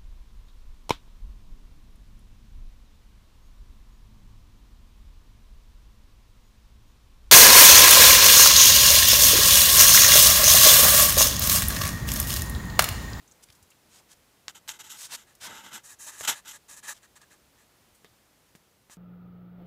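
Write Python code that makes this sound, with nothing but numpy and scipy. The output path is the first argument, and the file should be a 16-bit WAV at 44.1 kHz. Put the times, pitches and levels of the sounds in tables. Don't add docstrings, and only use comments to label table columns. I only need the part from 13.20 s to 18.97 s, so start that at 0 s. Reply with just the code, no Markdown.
import sys
import numpy as np
from scipy import signal
from scipy.fft import rfft, irfft, next_fast_len
from scipy.io import wavfile
from scipy.ndimage import map_coordinates

SR = 44100
rng = np.random.default_rng(int(sys.argv[2]) if len(sys.argv) > 2 else 0)


def unload_audio(sound):
    columns = np.transpose(np.atleast_2d(sound))
    steps = np.round(np.clip(columns, -1, 1) * 32767)
    wavfile.write(sys.argv[1], SR, steps.astype(np.int16))


N = 254456

# start_s, length_s, grinding_db, brightness_db (hiss over grinding)
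CRUNCH_STROKES = [(1.278, 0.041, -53, 2.5), (1.345, 0.05, -56, 4.5), (1.476, 0.059, -48.5, 8),
                  (1.526, 0.058, -56.5, 2), (1.588, 0.045, -51, 4), (1.628, 0.085, -57, 5),
                  (1.694, 0.05, -52.5, 10.5), (1.73, 0.056, -56, 5), (1.958, 0.093, -60.5, 4.5),
                  (2.263, 0.097, -46.5, -7), (2.313, 0.14, -49.5, -2), (2.428, .09, -50.5, -2.5),
                  (2.505, 0.11, -48.5, -4), (2.528, 0.064, -53.5, 11), (3.026, 0.057, -45.5, 4),
                  (3.048, 0.0091, -38, 4), (3.0725, 0.05, -30, 5), (3.101, 0.052, -39.5, 1),
                  (3.246, 0.067, -54, 2), (3.272, 0.069, -54, 11)]
# frequency_hz, gain_db
CRUNCH_RESONANCES = [(290, -27.5), (500, -22.5), (707, -18.5), (891, 4), (981, -2.5), (1040, -6),
                     (1530, 2.5), (1850, -5), (2060, -6), (2310, -14), (2860, -7.5), (3670, -8),
                     (4500, -20), (5000, -13), (6500, 1), (11000, -120)]
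CRUNCH_HISS_SPECTRUM = [(4000, -12.5), (4600, -20.5), (7100, -6), (8200, -10.5), (9400, -20), (12000, -12),
                        (13800, -26), (15800, -29)]


def crunches():
    levels = stroke_envelopes(CRUNCH_STROKES, rise_share=0.25, scratch=(-0.73, 0.5), shudder=(-12.5, -0.88))
    return scrape(levels, CRUNCH_RESONANCES, CRUNCH_HISS_SPECTRUM, level_db=0, judder_db=1.5, spread_db=2)


# start_s, length_s, grinding_db, brightness_db
RASP_STROKES = [(2.06, 0.083, -64, -2.5), (2.632, 0.075, -60.5, 11), (2.678, .08, -57.5, 9),
                (2.785, .11, -56, 11.5), (2.861, .056, -47, 6), (2.898, 0.12, -55, 4.5),
                (2.967, 0.12, -53.5, 9.5), (3.138, 0.075, -51, 1.5), (3.326, 0.056, -52.5, 4),
                (3.48, 0.09, -54.5, 7.5), (3.56, 0.048, -56.5, 9.5), (3.625, 0.07, -50, 2.5),
                (3.669, 0.071, -43, 5), (3.822, 0.048, -58.5, -0.5), (3.953, .036, -58.5, 2.5),
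                (4.006, .048, -60.5, -3), (4.1, 0.059, -61, 1), (4.365, .099, -69.5, 1.5),
                (5.696, 0.066, -61, 3)]
# frequency_hz, gain_db
RASP_RESONANCES = [(290, -61), (500, -38), (578, -11.5), (757, -16.5), (891, -2.5), (991, -5.5), (1190, -3),
                   (1420, -11.5), (1680, 4.5), (2140, -12), (2780, -8.5), (3430, -11.5), (3820, -5),
                   (5000, -15), (6500, -38), (11000, -120)]
RASP_HISS_SPECTRUM = [(2350, -51), (4000, -15), (4810, -13), (6260, -1), (7660, 0), (9690, -7.5),
                      (11300, -6), (13100, -20), (14800, -10.5), (15800, -36)]


def rasps():
    levels = stroke_envelopes(RASP_STROKES, rise_share=0.35, scratch=(-5.5, 0.18), shudder=(-21.5, 0.25))
    return scrape(levels, RASP_RESONANCES, RASP_HISS_SPECTRUM, level_db=0.2, judder_db=0, spread_db=1.5)


# start_s, length_s, grinding_db, brightness_db
SWISH_STROKES = [(.222, .026, -68, 14.5), (.685, 0.13, -66.5, 7.5), (.883, 0.063, -66.5, 8.5),
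                 (1.752, 0.13, -55, 12), (1.874, .075, -54, 1.5), (1.903, 0.063, -45.5, 6.7),
                 (2.2, 0.085, -46, 3), (3.71, 0.086, -66.5, 5.5), (5.695, 0.057, -73, 18)]
# frequency_hz, gain_db
SWISH_RESONANCES = [(300, -22), (600, -11.5), (900, 0.5), (1150, -2.5), (1500, 1), (2300, -2.5), (3500, 7),
                    (4600, 3.5), (7000, 20)]
SWISH_HISS_SPECTRUM = [(4000, -5), (6500, 2), (9000, 1), (10300, -3), (12000, -5), (15800, -12.5)]


def swishes():
    levels = stroke_envelopes(SWISH_STROKES, rise_share=0.7, scratch=(-1.3, 0.5), shudder=(-16, -0.87))
    return scrape(levels, SWISH_RESONANCES, SWISH_HISS_SPECTRUM,
                  level_db=-0.1, judder_db=1.3, spread_db=-0.5)


# frequency_hz, gain_db
SHUDDER_SPECTRUM = [(40, -43), (90, -5), (220, -1), (340, -2), (480, -6.5), (800, -0.5), (1500, -59)]


def scrape(levels, resonances, hiss_spectrum, level_db, judder_db, spread_db):
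    force = reflected(slips(rate_hz=3500, spread_db=spread_db, rubbing=0.79), wall_db=-12.5, t60_s=0.032)
    judder = unit(amp(judder_db * np.tanh(wobble(190))))
    grinding = coloured(force, resonances, high_hz=2300)
    scratch = coloured(force, resonances, low_hz=2445, high_hz=4510)
    hiss = coloured(force, hiss_spectrum, low_hz=4630)
    shudder = coloured(force, SHUDDER_SPECTRUM)
    return amp(level_db) * judder * np.sum(levels * [grinding, scratch, hiss, shudder], axis=0)


def stroke_envelopes(strokes, rise_share, scratch, shudder):
    t, power = np.arange(N) / SR, np.zeros((4, N))
    for start_s, length_s, grinding_db, brightness_db in strokes:
        active = (t > start_s) & (t < start_s + length_s)
        progress = (t[active] - start_s) / length_s
        arch = np.sin(np.interp(progress, [0, rise_share, 1], [0, np.pi / 2, np.pi]))
        scratch_db = scratch[0] + scratch[1] * brightness_db
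        shudder_db = shudder[0] + shudder[1] * brightness_db
        bands_db = grinding_db + np.array([0, scratch_db, brightness_db, shudder_db])
        power[:, active] += np.outer(amp(bands_db), arch) ** 2
    return np.sqrt(power)


def slips(rate_hz, spread_db, rubbing):
    pulses = (rng.random(N) < rate_hz / SR) * rng.choice([-1, 1], N)
    sizes = amp(spread_db * np.clip(rng.standard_normal(N), -2, 2))
    return unit(unit(pulses * sizes) + rubbing * rng.standard_normal(N))


# start_s, level_db
SNAP_EVENTS = [(1.2822, -14.5), (1.284, -30), (1.2975, -31), (1.478, -30), (1.4922, -17), (3.0091, -33)]
# frequency_hz, gain_db
SNAP_SPECTRUM = [(100, -11), (500, -9), (1000, -4), (1700, 0), (2400, -3), (3600, 3), (6000, 0.5),
                 (8000, -8), (11000, -21), (15500, -28)]


def snaps(rattle_db=-28, t60_s=0.013):
    track, t = np.zeros(N), np.arange(SR // 16) / SR
    for start_s, level_db in SNAP_EVENTS:
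        force = amp(rattle_db - 60 * t / t60_s) * rng.standard_normal(len(t))
        force[0] = 1
        add(track, start_s, amp(level_db) * force)
    return signal.fftconvolve(track, impulse(SNAP_SPECTRUM))[:N]


# start_s, level_db, edge_db (relative to the thud)
KNOCK_EVENTS = [(3.009, -23, -8), (3.0108, -24.5, -11), (4.8463, -33.5, -36), (5.3519, -35.5, -38),
                (5.6984, -36.5, -24)]
# centre_hz, bandwidth_hz, gain_db
KNOCK_RESONANCES = [(195, 170, 13.5), (430, 240, 6.5), (910, 530, 6.5), (1700, 160, 8.5), (3320, 1000, -12)]


def knocks(rattle_db=-25, t60_s=0.062):
    track, t = np.zeros(N), np.arange(SR // 16) / SR
    modes = lambda hz: sum(amp(db) * resonance(hz, centre, width) for centre, width, db in KNOCK_RESONANCES)
    for start_s, level_db, edge_db in KNOCK_EVENTS:
        grit = amp(-60 * t / t60_s) * rng.standard_normal(len(t))
        thud = filtered((t == 0) + amp(rattle_db) * grit, modes)
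        thud /= np.abs(thud).max()
        edge = filtered(grit, lambda hz: gain(RASP_HISS_SPECTRUM, hz))
        add(track, start_s, amp(level_db) * (thud + amp(edge_db) * edge))
    return track


# start_s, level_db, pitch_hz, quality_factor
TICK_EVENTS = [(.076, -56, 6740, 3.7), (0.112, -49, 6730, 4), (0.119, -48, 7100, 2.8),
               (.236, -50, 6500, 0.96), (0.286, -53, 2900, .8), (.301, -47, 3500, 0.59),
               (.324, -52, 6000, 0.77), (0.35, -58, 7000, 0.81), (.426, -54, 7060, 0.84),
               (0.503, -54, 7350, 1), (.515, -53, 2730, 3.4), (.799, -57, 900, 1.3), (.916, -44, 7000, .8),
               (2.151, -50, 7250, 0.71), (4.015, -49, 5960, 0.88), (4.747, -60, 8350, 1.4),
               (4.852, -59, 3500, 3.5), (5.354, -56, 7150, 0.61)]


def ticks(attack_s=0.0008, reference_t60_s=0.047, reference_db=-52, halving_db=5.5):
    track, t = np.zeros(N), np.arange(SR // 8) / SR
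    for start_s, level_db, pitch_hz, quality in TICK_EVENTS:
        t60_s = reference_t60_s * 0.5 ** ((level_db - reference_db) / halving_db)
        band = lambda hz: resonance(hz, pitch_hz, pitch_hz / quality) ** 2
        crackle = unit(filtered(rng.standard_normal(len(t)), band))
        envelope = amp(level_db - 60 * t / t60_s) * (1 - np.exp(-t / attack_s))
        add(track, start_s, envelope * crackle)
    return track


# start_s, level_db (before the boost), pitch_hz, t60_s
THUMP_EVENTS = [(.294, -51.5, 85, 0.059), (0.425, -54, 84.4, 0.087), (2.541, -49, 232, 0.034),
                (4.846, -48, 430, 0.032), (4.912, -56, 99, 0.052), (5.351, -52, 201, 0.044)]


def thumps(boost_db=4, attack_s=0.0012):
    track, t = np.zeros(N), np.arange(SR // 5) / SR
    for start_s, level_db, pitch_hz, t60_s in THUMP_EVENTS:
        envelope = amp(level_db + boost_db - 60 * t / t60_s) * (1 - np.exp(-t / attack_s))
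        add(track, start_s, envelope * np.sin(2 * np.pi * pitch_hz * t))
    return track


# frequency_hz, gain_db
AIR_SPECTRUM = [(25, 11.5), (55, 0), (120, -0.5), (220, -2.5), (500, -5.5), (1000, -8.5), (2000, -11.5),
                (7000, -15), (15800, -19.5)]
# time_s, level_db
AIR_ENVELOPE = [(0, -60), (1.4, -61.5), (5.0, -61.5), (5.77, -64.5)]


def background(whine_hz=12897, whine_db=-86):
    level_db = np.interp(np.arange(N) / SR, *np.transpose(AIR_ENVELOPE)) + 0.22 * wobble(8.6)
    air = amp(level_db) * coloured(rng.standard_normal(N), AIR_SPECTRUM)
    pitch_hz = whine_hz + 6 * wobble(30)
    whine = unit(np.sin(2 * np.pi * np.cumsum(pitch_hz) / SR))
    return air + amp(whine_db) * whine


def reflected(x, wall_db, t60_s):
    t = np.arange(SR // 25) / SR
    echoes = rng.standard_normal(len(t)) * amp(-60 * t / t60_s) * (t > 0.001)
    return x + amp(wall_db) * signal.fftconvolve(x, echoes / np.linalg.norm(echoes))[:N]


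def resonance(hz, centre_hz, width_hz):
    return 1j * hz * width_hz / (centre_hz ** 2 - hz ** 2 + 1j * hz * width_hz)


def impulse(spectrum, size=2048):
    cepstrum = irfft(np.log(gain(spectrum, np.fft.rfftfreq(size, 1 / SR))))
    cepstrum[1:size // 2] *= 2
    cepstrum[size // 2 + 1:] = 0
    click = irfft(np.exp(rfft(cepstrum)))
    return click / np.abs(click).max()


def coloured(x, spectrum, low_hz=1, high_hz=SR):
    edges = lambda hz: ((1 + (low_hz / (hz + 1)) ** 16) * (1 + (hz / high_hz) ** 16)) ** -0.5
    return unit(filtered(x, lambda hz: gain(spectrum, hz) * edges(hz)))


def filtered(x, response):
    size = next_fast_len(len(x) + 8192)
    return irfft(rfft(x, size) * response(np.fft.rfftfreq(size, 1 / SR)), size)[:len(x)]


def gain(spectrum, hz):
    points_hz, points_db = np.transpose(spectrum)
    return amp(np.interp(np.log(hz + 1), np.log(points_hz + 1), points_db))


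def wobble(rate_hz):
    knots = rng.standard_normal(int(N * rate_hz / SR) + 4)
    return map_coordinates(knots, [np.arange(N) * rate_hz / SR])


def amp(db):
    return 10 ** (np.asarray(db) / 20)


def unit(x):
    return x / np.sqrt(np.mean(x ** 2) + 1e-20)


def add(track, start_s, sound):
    span = track[round(start_s * SR):][:len(sound)]
    span += sound[:len(span)]


def scene():
    impacts = reflected(snaps() + knocks(), wall_db=-13, t60_s=0.054)
    strokes = crunches() + rasps() + swishes()
    return (strokes + impacts + ticks() + thumps() + background())[None]


def record(dry, low_hz=42, top_hz=15600):
    passband = lambda hz: (hz < top_hz) * (1 - 1 / (1 + (hz / low_hz) ** 8))
    return filtered(dry[0], passband)[None]


dry = scene()
out = record(dry)
unload_audio(out)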